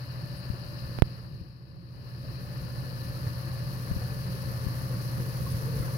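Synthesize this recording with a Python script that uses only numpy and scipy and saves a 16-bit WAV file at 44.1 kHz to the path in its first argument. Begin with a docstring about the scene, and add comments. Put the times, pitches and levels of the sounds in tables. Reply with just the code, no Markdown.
"""An aquarium sump in its cabinet, heard from a hand-held camera that moves in towards the water.
From the start a mains pump and a skimmer pump beat under a thin fan tone, water churns, bubbles and
fizzes, and the skimmer's air intake hisses on the left. After one second a finger knocks the right
microphone, and everything sinks for about a second. The water then goes on growing, and from three
seconds on the drain gulps air, among clear plops and soft bumps of the hand on the camera."""
import sys
import numpy as np
from scipy import signal
from scipy.fft import rfft, irfft
from scipy.io import wavfile
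from scipy.ndimage import uniform_filter1d, minimum_filter1d

SR = 44100
rng = np.random.default_rng(int(sys.argv[2]) if len(sys.argv) > 2 else 0)


def wrap_up_sound(samples):
    """Save the sound to the file named by the first command line argument, as 16-bit audio."""
    columns = np.atleast_2d(samples).T
    # keep every value between -1 and 1, then stretch to whole-number steps
    tamed = np.clip(columns, -1, 1)
    steps = np.round(tamed * 32767).astype(np.int16)
    wavfile.write(sys.argv[1], SR, steps)


N = 263277
TIME, FREQS = np.arange(N) / SR, np.fft.rfftfreq(N, 1 / SR)

# Rotor partials: (multiple of rotor speed [-], relative left level [dB], relative right level [dB])
MAINS_PARTIALS = [(2, 14, 13.5), (3, -2.5, 5.5), (4, -5, -11)]
SKIMMER_PARTIALS = [(2, 4.8, -3.5), (3, 12.7, 10)]
WHINE_PARTIALS = [(12.0, -1, -3), (15.1, -20, -19), (21, -15, -29), (21.95, -16, -18), (24, -15, -10),
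                  (25, -10.5, -11.5), (26.05, -8.5, -16), (27, -13, -16), (39.1, -13, -14)]  # the skimmer's high orders
FAN_PARTIALS = [(1, -4.5, -2.5), (2, -16, -20), (3, -7.5, -10.5)]
# Noise spectral densities: (frequency [Hz], relative left level [dB], relative right level [dB])
RUMBLE_SPECTRUM = [(8, -24, -31), (22, -6.5, -28), (40, -13, -9), (67.4, 1, -3), (93, -11, -1.5),
                   (146, -2, -4), (167.5, -4.5, -3), (223, -17, -17), (343, -18, -17.5), (417, -33.5, -24),
                   (710, -67, -79)]
CHURN_SPECTRUM = [(152, -23, -21), (260, 9, -5), (346, 3, -0.5), (423, -10.5, 2.5), (487, 4.5, -4),
                  (622, 2, 2.5), (697, 0.5, -7.5), (1090, 3.5, -3), (1220, 3.5, -2.5), (1600, 0, -0.5),
                  (1640, -16, 2.5), (1700, 4.5, -1), (2220, -9.5, -7.5), (3550, -27, -36.5)]
INTAKE_SPECTRUM = [(1950, -33, -46), (2370, -14, -34), (2410, -8, -20), (2930, -8.5, -23), (3580, -25, -33),
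                   (3733, -13, -23), (4104, -1, -28), (4490, 1, -28), (4960, -3.5, -20), (5510, -11, -38),
                   (6660, -74, -66), (12000, -53, -48)]
FIZZ_SPECTRUM = [(1500, -8, -26), (2560, 1.5, -2.5), (3420, 1, -9), (4120, -1.5, -2), (5420, 8, -10),
                 (6450, 1, -9.5), (7480, -7.5, -15.5), (8820, -6, 0), (9350, 2.5, -2), (11200, -0.5, 9),
                 (12900, 0.5, 1.5), (16000, -4.5, 2)]
# Likeness of the two microphone signals: (frequency [Hz], signed coherence [-])
COHERENCE = [(30, -0.4), (60, 0.66), (110, 0.34), (160, 0.87), (270, 0.52), (450, 1), (740, 0.28),
             (1220, -0.58), (2010, -0.059), (3300, -0.0041)]
# Spits of spray: (time [s], level [dB])
SPRAY_SPITS = [(0.382, -58), (5.517, -52)]
# Gulps of air in the drain: (time [s], peak level [dB])
DRAIN_GULPS = [(3.266, -22), (4.016, -27), (4.942, -24), (5.542, -22), (5.763, -21.5)]
# Single ringing bubbles: (time [s], peak level [dB], frequency [Hz])
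BUBBLE_PLOPS = [(3.115, -47, 468), (3.164, -48.5, 1320), (4.015, -46, 727), (5.464, -40, 1067),
                (5.827, -46, 1320), (5.828, -48, 2010)]
# Hand on the camera body: (time [s], level before filtering [dB])
HAND_BUMPS = [(0.5006, -6.5), (1.413, -18), (3.913, -5), (3.964, -7), (4.666, -7), (5.798, -9.5)]
# Finger on the right microphone: (time [s], level before filtering [dB], rise [s], length [s])
FINGER_KNOCKS = [(0.9877, -15, .00004, 0.014), (1.0216, 12.5, 0.00006, 0.0045)]

MAINS_HZ, SKIMMER_HZ, FAN_HZ = 60, 44.56, 580.5
APPROACH_DB_PER_S, DIP_DB = 1.15, -12.5  # each layer takes its own multiple of these


def amp(db):
    """Amplitude ratio: tenfold for every 20 dB."""
    return 10 ** (np.asarray(db) / 20)


def unit_rms(x):
    """Normalisation to a mean power of 1."""
    return x / np.sqrt(np.mean(x ** 2) + 1e-20)


def spectrum(table):
    """Interpolation of a table's columns along a logarithmic frequency axis."""
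    hz, *columns = np.transpose(table)
    return np.array([np.interp(np.log(FREQS + 1), np.log(hz + 1), column) for column in columns])


def add(mix, start_s, sound):
    """Superposition: a sound adds to the mix from start_s on."""
    part = mix[:, round(start_s * SR):][:, :sound.shape[-1]]
    part += sound[..., :part.shape[1]]


def drift(rate_hz):
    """Random modulation: noise of rms 1, low-passed at about rate_hz."""
    low_pass = np.exp(-(FREQS / rate_hz) ** 2) * (FREQS > 0)
    return unit_rms(irfft(rfft(rng.standard_normal(N)) * low_pass, N))


def coloured(pair, colour):
    """Partial coherence: two independent noises are blended, then spectrally shaped."""
    left, independent = rfft(pair)
    coherence = np.clip(spectrum(COHERENCE)[0], -1, 1)
    right = coherence * left + np.sqrt(1 - coherence ** 2) * independent
    return unit_rms(irfft(np.array([left, right]) * amp(spectrum(colour)), N))


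def dip_depth(start_s=1.027, step=0.16, fall_s=0.53, hold_s=0.29, recover_s=0.33):
    """Envelope of the dip at the knock, 0 to 1: step, linear fall, hold, exponential recovery."""
    age = TIME - start_s
    fall = (age > 0) * (step + (1 - step) * np.clip(age / fall_s, 0, 1))
    return fall * np.exp(-np.maximum(age - fall_s - hold_s, 0) / recover_s)


def level(end_db, near, dip, leftward=0):
    """Level rises as distance shrinks; near and dip weight the approach and the brief drop."""
    approach_db = APPROACH_DB_PER_S * (TIME - TIME[-1])
    approach_weight = near + leftward * np.array([[1], [-1]])
    return amp(end_db + approach_weight * approach_db + dip * DIP_DB * dip_depth())


def rotor(speed_hz, partials, wander, flutter_db, flutter_hz, lag_s):
    """Rotor tones lock to the shaft speed; water on the blades modulates frequency and amplitude."""
    turns = np.cumsum(speed_hz * (1 + wander * drift(2.96))) / SR
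    lag = np.array([[lag_s], [0]])  # the sound reaches the left microphone later
    out = np.zeros((2, N))
    for order, left_db, right_db in partials:
        tone = np.sin(2 * np.pi * (order * (turns - speed_hz * lag) + rng.random()))
        out += np.sqrt(2) * amp([[left_db], [right_db]]) * tone * amp(flutter_db * drift(flutter_hz))
    return out


def turbulence(colour, per_s, spread_db, burst_db, surge_db, surge_hz):
    """Turbulent flow radiates broadband noise with tiny uneven bursts, surging as a whole."""
    impulses = (rng.random((2, N)) < per_s / SR) * rng.choice([-1, 1], (2, N))
    sizes = amp(spread_db * np.minimum(rng.exponential(1, (2, N)), 4))
    drive = rng.standard_normal((2, N)) + amp(burst_db) * unit_rms(impulses * sizes)
    return coloured(drive, colour) * amp(surge_db * drift(surge_hz))


def spray(hz, width_hz, half_s):
    """Fine spray spits a high band of noise under short Gaussian envelopes."""
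    band = np.exp(-((FREQS - hz) / width_hz) ** 2)
    envelope = sum(amp(db) * np.exp(-((TIME - s) / half_s) ** 2) for s, db in SPRAY_SPITS)
    return envelope * unit_rms(irfft(rfft(rng.standard_normal((2, N))) * band, N))


def slosh(boost_db, delay_s, half_s):
    """Amplitude modulation of the churn: each gulp stirs the water in proportion to its size."""
    return 1 + sum(amp(boost_db + db) * np.exp(-((TIME - s - delay_s) / half_s) ** 2)
                   for s, db in DRAIN_GULPS)


def bubble(hz, cycles, glide, onset):
    """An air pocket is a damped oscillator whose pitch rises as it nears the surface."""
    age = np.arange(int(5 * cycles / hz * SR)) * hz / (SR * cycles)  # in decay time constants
    phase = 2 * np.pi * cycles * (age + glide * age ** 2 / 2)
    ring = np.sin(phase) * np.exp(-age) * (1 - np.exp(-age / onset))
    return ring / abs(ring).max()


def bubbling(per_s, low_hz, high_hz, cycles, spread_db, size_count=40):
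    """Bubbles resonate at random all over the surface; larger ones ring lower and louder."""
    out = np.zeros((2, N))
    for hz in np.geomspace(low_hz, high_hz, size_count):
        births = rng.random(N) < per_s / size_count / SR
        strengths = amp(spread_db * np.minimum(rng.exponential(1, N), 3.5))
        pan = rng.uniform(0.1, 0.76)
        rings = signal.oaconvolve(births * strengths, bubble(hz, cycles, glide=0.035, onset=0.037))[:N]
        out += np.array([[np.cos(pan)], [np.sin(pan)]]) * rings * (low_hz / hz) ** 0.67
    return unit_rms(out)


def gulps_and_plops():
    """Damping sets the ring: heavy in the drain's deep gulps, light in the clear plops."""
    out = np.zeros((2, N))
    for s, db in DRAIN_GULPS:
        add(out, s, amp(db) * bubble(hz=115.8, cycles=0.94, glide=0.005, onset=0.81))
    for s, db, hz in BUBBLE_PLOPS:
        add(out, s, amp(db) * bubble(hz, cycles=13.5, glide=0.0156, onset=0.04))
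    return out


def push(db, rise_s, length_s, side):
    """Contact makes a one-way pressure pulse, shared between left (side 0) and right (side 1)."""
    t = np.arange(4096) / SR
    pulse = (1 - np.exp(-(t / rise_s) ** 2)) * np.exp(-(t / length_s) ** 4)
    return amp(db) * np.array([[1 - side], [side]]) * pulse


def touches(bass_cuts_hz, overload_db, port_hz, port_loss, top_lift):
    """Transient response: the microphone's bass cut swings each pulse back; the hardest overloads it."""
    pressure = np.zeros((2, N))
    for s, db, rise_s, length_s in FINGER_KNOCKS:
        add(pressure, s, push(db, rise_s, length_s, side=1))
    for s, db in HAND_BUMPS:
        add(pressure, s, push(db, rise_s=0.0019, length_s=0.0055, side=0.055))
    cuts = np.vstack([signal.butter(1, hz, "high", fs=SR, output="sos") for hz in bass_cuts_hz])
    clipped = np.clip(signal.sosfilt(cuts, pressure), -amp(overload_db), amp(overload_db))
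    # the microphone's port lifts the very top and absorbs a wide treble band below it
    lifted = clipped + top_lift * np.diff(clipped, axis=1, prepend=0)
    return lifted - port_loss * signal.lfilter(*signal.iirpeak(port_hz, 1, fs=SR), lifted)


def scene():
    """Superposition: water and pumps grow on approach, the fan barely, the intake not at all."""
    hum = rotor(MAINS_HZ, MAINS_PARTIALS, wander=0.0003, flutter_db=1.0, flutter_hz=5, lag_s=0.0003)
    hum += rotor(SKIMMER_HZ, SKIMMER_PARTIALS, wander=0.0008, flutter_db=1.4, flutter_hz=8, lag_s=0.0003)
    whine = rotor(SKIMMER_HZ, WHINE_PARTIALS, wander=0.0007, flutter_db=1.3, flutter_hz=8, lag_s=0.0003)
    fan = rotor(FAN_HZ, FAN_PARTIALS, wander=0.0005, flutter_db=1.8, flutter_hz=5, lag_s=0.0001)
    rumble = turbulence(RUMBLE_SPECTRUM, per_s=60, spread_db=4, burst_db=-8, surge_db=1.5, surge_hz=9.1)
    churn = turbulence(CHURN_SPECTRUM, per_s=350, spread_db=3.5, burst_db=-4.5,
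                       surge_db=1.02, surge_hz=27)
    churn *= slosh(boost_db=17, delay_s=0.0082, half_s=0.012)
    bubbles = bubbling(per_s=130, low_hz=280.1, high_hz=1862, cycles=7.7, spread_db=4.5)
    gurgle = bubbling(per_s=70, low_hz=429, high_hz=492.5, cycles=23, spread_db=5.5, size_count=8)
    intake = turbulence(INTAKE_SPECTRUM, per_s=2200, spread_db=-4, burst_db=-4.5,
                        surge_db=0.7, surge_hz=12)
    fizz = turbulence(FIZZ_SPECTRUM, per_s=2600, spread_db=5.5, burst_db=-5.5, surge_db=1, surge_hz=38)
    sump = (hum * level(end_db=-49.0, near=0.92, dip=0.91)
            + whine * level(end_db=-49.0, near=1.51, dip=0.91, leftward=0.26)
            + fan * level(end_db=-54.8, near=0.25, dip=1.25)
            + rumble * level(end_db=-37.5, near=0.88, dip=0.49)
            + churn * level(end_db=-47.5, near=0.62, dip=1.11)
            + bubbles * level(end_db=-57.5, near=0.29, dip=0.75)
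            + gurgle * level(end_db=-50.0, near=3.16, dip=0.74)
            + intake * level(end_db=-51.0, near=0, dip=0.96)
            + fizz * level(end_db=-46.5, near=1.65, dip=1.49))
    handling = touches(bass_cuts_hz=(115, 20), overload_db=8, port_hz=6950, port_loss=0.84, top_lift=0.35)
    return sump + spray(hz=10200, width_hz=1800, half_s=0.025) + gulps_and_plops() + handling


def record(dry):
    """Look-ahead limiting ducks both channels around the knock; a low-pass then limits the band."""
    ceiling, release_db_per_s, edge_hz = 0.93, 260, 15900
    over_db = np.maximum(20 * np.log10(abs(dry).max(0) / ceiling + 1e-9), 0)
    ahead_db = -minimum_filter1d(-over_db, size=861, origin=-430)
    release_db = TIME * release_db_per_s
    duck_db = uniform_filter1d(np.maximum.accumulate(ahead_db + release_db) - release_db, size=100)
    low_pass = signal.firwin(511, edge_hz, window=("kaiser", 9), fs=SR)
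    return signal.oaconvolve(dry * amp(-duck_db), low_pass[None], "same")


dry = scene()
out = record(dry)
wrap_up_sound(out)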